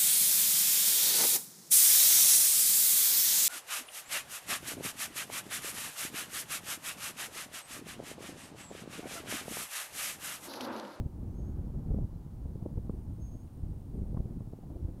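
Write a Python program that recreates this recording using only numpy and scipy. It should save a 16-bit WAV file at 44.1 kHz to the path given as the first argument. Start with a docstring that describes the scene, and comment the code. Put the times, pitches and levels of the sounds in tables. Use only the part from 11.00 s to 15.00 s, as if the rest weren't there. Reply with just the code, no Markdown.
"""Gusts buffet the microphone on a dry sandy lot, over a low distant rumble and a soft, even hiss.
At 0.3 s a ground squirrel gives a thin, high whistle, while far traffic swells and fades.
A far bird peeps once, and a very faint insect trill comes up in the second half.
At 2.2 s the squirrel whistles again, louder; a dry twig ticks, and the wind thumps on to the end."""
import sys
import numpy as np
from scipy import signal
from scipy.fft import rfft, irfft
from scipy.io import wavfile

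SR = 44100
rng = np.random.default_rng(int(sys.argv[2]) if len(sys.argv) > 2 else 0)


def put_to_file(sound):
    """Save the sound as 16-bit audio at rate SR, in the file named by the first command-line argument."""
    columns = np.atleast_2d(sound).T  # one column per channel
    safe = np.clip(columns, -1, 1)
    whole_steps = np.round(safe * 32767)
    wavfile.write(sys.argv[1], SR, whole_steps.astype(np.int16))


N = 176400


def amp(db):
    """Decibels to gain."""
    return 10 ** (np.asarray(db) / 20)


def unit(x):
    """Scales to an rms of one."""
    return x / np.sqrt(np.mean(x ** 2) + 1e-20)


def add(mix, start_s, sound):
    """Mixes a sound in at start_s."""
    part = mix[max(round(start_s * SR), 0):][:len(sound)]
    part += sound[:len(part)]


def fader(curve):
    """Gain at every sample from points of time_s, level_db."""
    return amp(np.interp(np.arange(N) / SR, *np.transpose(curve)))


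def noise(eq):
    """Noise at an rms of one, coloured by points of freq_hz, gain_db."""
    hz, db = np.transpose(eq)
    f = np.fft.rfftfreq(N, 1 / SR)
    colour = amp(np.interp(np.log(f + 1), np.log(hz), db))
    return unit(irfft(rfft(rng.standard_normal(N)) * colour, N))


def wander(rate_hz):
    """Random motion, mostly slower than rate_hz, with its extremes rounded off."""
    f = np.fft.rfftfreq(N, 1 / SR)
    drift = unit(irfft(rfft(rng.standard_normal(N)) / (1 + (f / rate_hz) ** 4), N))
    return unit(np.tanh(drift / 2))


# Partials of the whine: harmonic_number, level_db
WHINE_PARTIALS = [(3, -99), (7, -100), (10, -101), (11, -94), (12, -101), (14, -102)]
def whine(fundamental_hz=954.5):
    """A barely audible, steady whine from the camera's electronics."""
    t = np.arange(N) / SR
    return np.sqrt(2) * sum(amp(db) * np.sin(2 * np.pi * (harmonic * fundamental_hz * t + rng.random()))
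                            for harmonic, db in WHINE_PARTIALS)


# Dark rumble and nearly flat hiss: freq_hz, gain_db
RUMBLE_EQ = [(20, 7), (70, -5.5), (150, -4), (300, -12), (500, -33), (850, -22.5), (1300, -42.5),
             (2000, -43), (4000, -48), (8000, -52)]
HISS_EQ = [(100, 0.21), (2500, 0.039), (5000, -0.59), (8000, -0.72), (12000, -0.53), (16000, -0.25)]
def ambience(rumble_db=-52.5, hiss_db=-74):
    """A steady bed of distant rumble and even hiss."""
    return amp(rumble_db) * noise(RUMBLE_EQ) + amp(hiss_db) * noise(HISS_EQ)


# Swell of the traffic: time_s, level_db
TRAFFIC_SWELL = [(0, -71), (.5, -67), (.9, -68.5), (1.4, -70.5), (4, -72)]
# Midrange roar of tyres: freq_hz, gain_db
TYRE_EQ = [(200, -12.5), (600, 0.5), (900, 2.5), (1400, -7), (2000, -18), (4000, -51)]
def traffic():
    """Far tyre roar swells early and sinks back."""
    return fader(TRAFFIC_SWELL) * noise(TYRE_EQ)


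# Rise and fall of the trill: time_s, level_db
TRILL_LEVEL = [(0, -90), (.25, -88), (.7, -98), (1.15, -100), (1.35, -88), (1.65, -87), (2.0, -83),
               (2.4, -83), (3.08, -83), (3.25, -88), (3.6, -89), (4, -87)]
def insect(pitch_hz=8870, sweep_hz=330, blur_hz=100, strokes_per_s=48.6, jitter=.08, uneven_db=2):
    """Rapid, slightly irregular wing strokes, each a short rising, blurred tone."""
    stroke_rate = strokes_per_s * (1 + jitter * wander(rate_hz=20))
    stroke = (np.cumsum(stroke_rate) / SR) % 1  # 0 to 1 through each stroke
    pitch = pitch_hz + sweep_hz * (stroke - .5) + blur_hz * wander(rate_hz=130)
    pulses = abs(np.sin(np.pi * stroke)) ** .7 * amp(uneven_db * wander(rate_hz=33))
    return fader(TRILL_LEVEL) * unit(pulses * np.sin(2 * np.pi * np.cumsum(pitch) / SR))


def bird(centre_s=1.149, length_s=.024, pitch_hz=4060, level_db=-76.5):
    """A far bird's single peep: a soft-edged blip of pure tone."""
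    out = np.zeros(N)
    t = np.arange(0, length_s, 1 / SR)
    peep = np.hanning(len(t)) * np.sin(2 * np.pi * pitch_hz * t)
    add(out, centre_s - length_s / 2, amp(level_db) * peep)
    return out


# Dry, woody colour of the tick: freq_hz, gain_db
TWIG_EQ = [(800, -24), (1600, -11), (2100, 0), (2900, -12), (4200, -11), (7000, -34), (14000, -40)]
def twig(start_s=2.475, level_db=-69, decay_s=.006):
    """A dry twig ticks: a burst of noise that dies at once."""
    out = np.zeros(N)
    decay = np.exp(-np.arange(N) / SR / decay_s)
    add(out, start_s, amp(level_db) * noise(TWIG_EQ) * decay)
    return out


# Gust shapes of the low buffet and the higher rush, before trim: time_s, level_db
BUFFET_GUSTS = [(0, -27), (.07, -40), (.15, -38.5), (.25, -36.5), (.45, -36), (.6, -34.5), (.76, -34),
                (.86, -35), (.92, -28), (.98, -29), (1.035, -31), (1.08, -42), (1.35, -43), (1.44, -38),
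                (1.6, -40), (1.74, -34), (1.85, -37), (2.0, -41), (2.3, -38), (2.54, -45.5), (2.65, -34),
                (2.86, -41.5), (3.02, -36), (3.18, -33.5), (3.3, -39), (3.45, -42.5), (3.6, -45.5),
                (3.82, -39.5), (4, -41.5)]
RUSH_GUSTS = [(0, -52.5), (.3, -53.5), (.55, -53), (.85, -55), (.97, -51), (1.1, -59.5), (1.35, -70),
              (1.55, -53.5), (1.68, -55.5), (1.92, -60), (2.05, -57.5), (2.5, -63.5), (2.68, -57.5),
              (2.88, -70), (2.98, -55.5), (3.25, -53), (3.45, -61), (3.62, -66.5), (3.78, -51), (4, -56)]
# Colour of each wind layer: freq_hz, gain_db
BUFFET_EQ = [(10, -35), (27, -4), (42, 1.5), (80, 0), (160, -6), (250, -13.5), (400, -26), (800, -38),
             (2000, -91.5)]
RUSH_EQ = [(60, -24), (180, -3.5), (330, 0.5), (450, -9.5), (700, -19.5), (1000, -30), (1600, -40),
           (4000, -61)]
def wind(buffet_trim_db=-2.5, rush_trim_db=1, buffet_lump_db=1.43, rush_lump_db=3):
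    """Low buffeting and a higher rush, both broken into lumps by the same turbulence."""
    lumps = wander(rate_hz=23.3)
    buffet = fader(BUFFET_GUSTS) * unit(noise(BUFFET_EQ) * amp(buffet_lump_db * lumps))
    rush = fader(RUSH_GUSTS) * unit(noise(RUSH_EQ) * amp(rush_lump_db * lumps))
    return amp(buffet_trim_db) * buffet + amp(rush_trim_db) * rush


# Eddies that hit the microphone: centre_s, peak_db, width_s, wake_db, wake_cutoff_hz, wake_width_s
EDDIES = [(.054, -28, 0.0025, -54, 453, 0.015), (0.764, -29, 0.0042, -57, 450, 0.01),
          (0.916, -24, 0.0044, -48, 450, 0.0071), (0.946, -30.5, 0.0016, -41.5, 503, .004),
          (0.977, -22.5, 0.0022, -51, 400, 0.0056), (0.987, -28, 0.0017, -41, 490, 0.0032),
          (1.022, -28, 0.0044, -47, 403, 0.011), (1.161, -33.5, 0.0031, -59, 350, 0.0067),
          (1.265, -35, 0.0019, -56.5, 304, 0.014), (1.458, -33.5, 0.0019, -48.5, 480, 0.0077),
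          (1.557, -31, 0.0016, -48, 380, .005), (1.627, -28, 0.0024, -55, 596, 0.011),
          (1.662, -29.5, 0.00095, -37, 460, 0.0047), (1.779, -24.5, 0.0023, -39.5, 420, 0.0062),
          (1.897, -25.5, 0.0012, -48, 780, 0.0013), (1.902, -29, 0.0023, -46.5, 504, 0.0057),
          (1.938, -32, 0.003, -44, 323, 0.0098), (2.354, -35, 0.0033, -51.5, 450, 0.0075),
          (2.637, -30.5, 0.0049, -54, 397, 0.0053), (2.946, -29.5, 0.0023, -44.5, 350, 0.019),
          (2.986, -48, 0.0015, -43, 384, 0.0072), (3.019, -29, .0028, -63, 597, 0.0062),
          (3.132, -32, 0.0017, -52, 330, 0.0089), (3.148, -30, .0022, -47.5, 560, 0.0042),
          (3.173, -25.5, .0018, -47, 880, 0.0045), (3.185, -33, 0.002, -56, 400, .008),
          (3.204, -27, .002, -43.5, 386, 0.0071), (3.259, -30, 0.0021, -63, 450, .006),
          (3.31, -33, 0.0019, -54, 450, .012), (3.373, -31, 0.0021, -37.5, 190, 0.017),
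          (3.408, -32, 0.0019, -57.5, 700, 0.0074), (3.476, -38, 0.0027, -61, 600, 0.0068),
          (3.535, -35, .0012, -54, 664, 0.0064), (3.589, -40, 0.0011, -68, 468, 0.008),
          (3.638, -38.5, 0.0023, -56, 645, 0.0066), (3.706, -33.5, .0018, -52.5, 604, 0.0071),
          (3.764, -35, 0.0049, -43.5, 405, 0.011), (3.83, -33.5, 0.0026, -70, 450, 0.0071),
          (3.853, -26, 0.0037, -56.5, 463, 0.023), (3.891, -34, 0.0023, -50, 480, 0.0096)]
def thumps():
    """Each eddy is one swing of pressure, suck then push, in a dull wake that swells and dies."""
    out, lead = np.zeros(N), SR // 16
    t = np.arange(-lead, lead) / SR
    f = np.fft.rfftfreq(len(t), 1 / SR)
    for centre_s, peak_db, width_s, wake_db, wake_cutoff_hz, wake_width_s in EDDIES:
        u = t / width_s
        swing = np.pi * u / (1 + u ** 2) ** 2
        colour = f ** 1.4 / (1 + (f / wake_cutoff_hz) ** 6)  # gentle rise, steep top edge
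        turbulence = irfft(rfft(rng.standard_normal(len(t))) * colour)
        swell = 1 / np.cosh(np.pi / 2 * t / wake_width_s)
        wake = unit(swell * turbulence) * np.sqrt(np.mean(swell ** 2))
        thump = amp(peak_db) * swing + amp(wake_db) * wake
        add(out, centre_s + t[0], np.hanning(len(t)) * thump)
    return out


def whistle(contour, waver_depth=.0015, flutter_db=1.2, waver_hz=70):
    """A nearly pure tone that scoops up, holds, and flicks upward as it fades."""
    time_s, level_hz_db = contour[0][0], np.transpose(contour)
    times, hz, db = level_hz_db
    t = np.arange(time_s, times[-1], 1 / SR)
    pitch = np.interp(t, times, hz) * (1 + waver_depth * wander(waver_hz)[:len(t)])
    gain = amp(np.interp(t, times, db) + flutter_db * wander(waver_hz)[:len(t)])
    return np.sqrt(2) * gain * np.sin(2 * np.pi * np.cumsum(pitch) / SR)


# The squirrel's calls, one contour per whistle: time_s, pitch_hz, level_db
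WHISTLE_CONTOURS = [
    [(.285, 5980, -92), (.302, 6060, -86), (.325, 6130, -88), (.35, 6410, -82), (.385, 6485, -74.5),
     (.42, 6490, -79), (.48, 6500, -79), (.5, 6660, -81), (.56, 6700, -96)],
    [(2.186, 6340, -91), (2.202, 6475, -78), (2.22, 6475, -69), (2.275, 6480, -70.5), (2.303, 6450, -73),
     (2.33, 6490, -72.5), (2.372, 6525, -80), (2.418, 6535, -78), (2.437, 6690, -79), (2.45, 6800, -92)],
]
def squirrel(echo_db=-15, echo_t60_s=.35):
    """Two whistles, with a faint scatter from trees and walls."""
    direct = np.zeros(N)
    for contour in WHISTLE_CONTOURS:
        add(direct, start_s=contour[0][0], sound=whistle(contour))
    t = np.arange(SR // 2) / SR
    tail = rng.standard_normal(len(t)) * np.exp(-np.log(1000) * t / echo_t60_s)
    echo = signal.fftconvolve(direct, tail / np.linalg.norm(tail))[:N]
    return direct + amp(echo_db) * echo


def scene():
    """Everything at one microphone."""
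    return (squirrel() + wind() + thumps() + insect() + traffic() + ambience()
            + bird() + twig() + whine())[None]


def record(dry):
    """A steep low-pass takes off the very top of the treble."""
    cutoff_hz = 15850
    lowpass = signal.firwin(1023, cutoff_hz, window=("kaiser", 9), fs=SR)
    return signal.oaconvolve(dry, lowpass[None], "same")


dry = scene()
out = record(dry)
put_to_file(out)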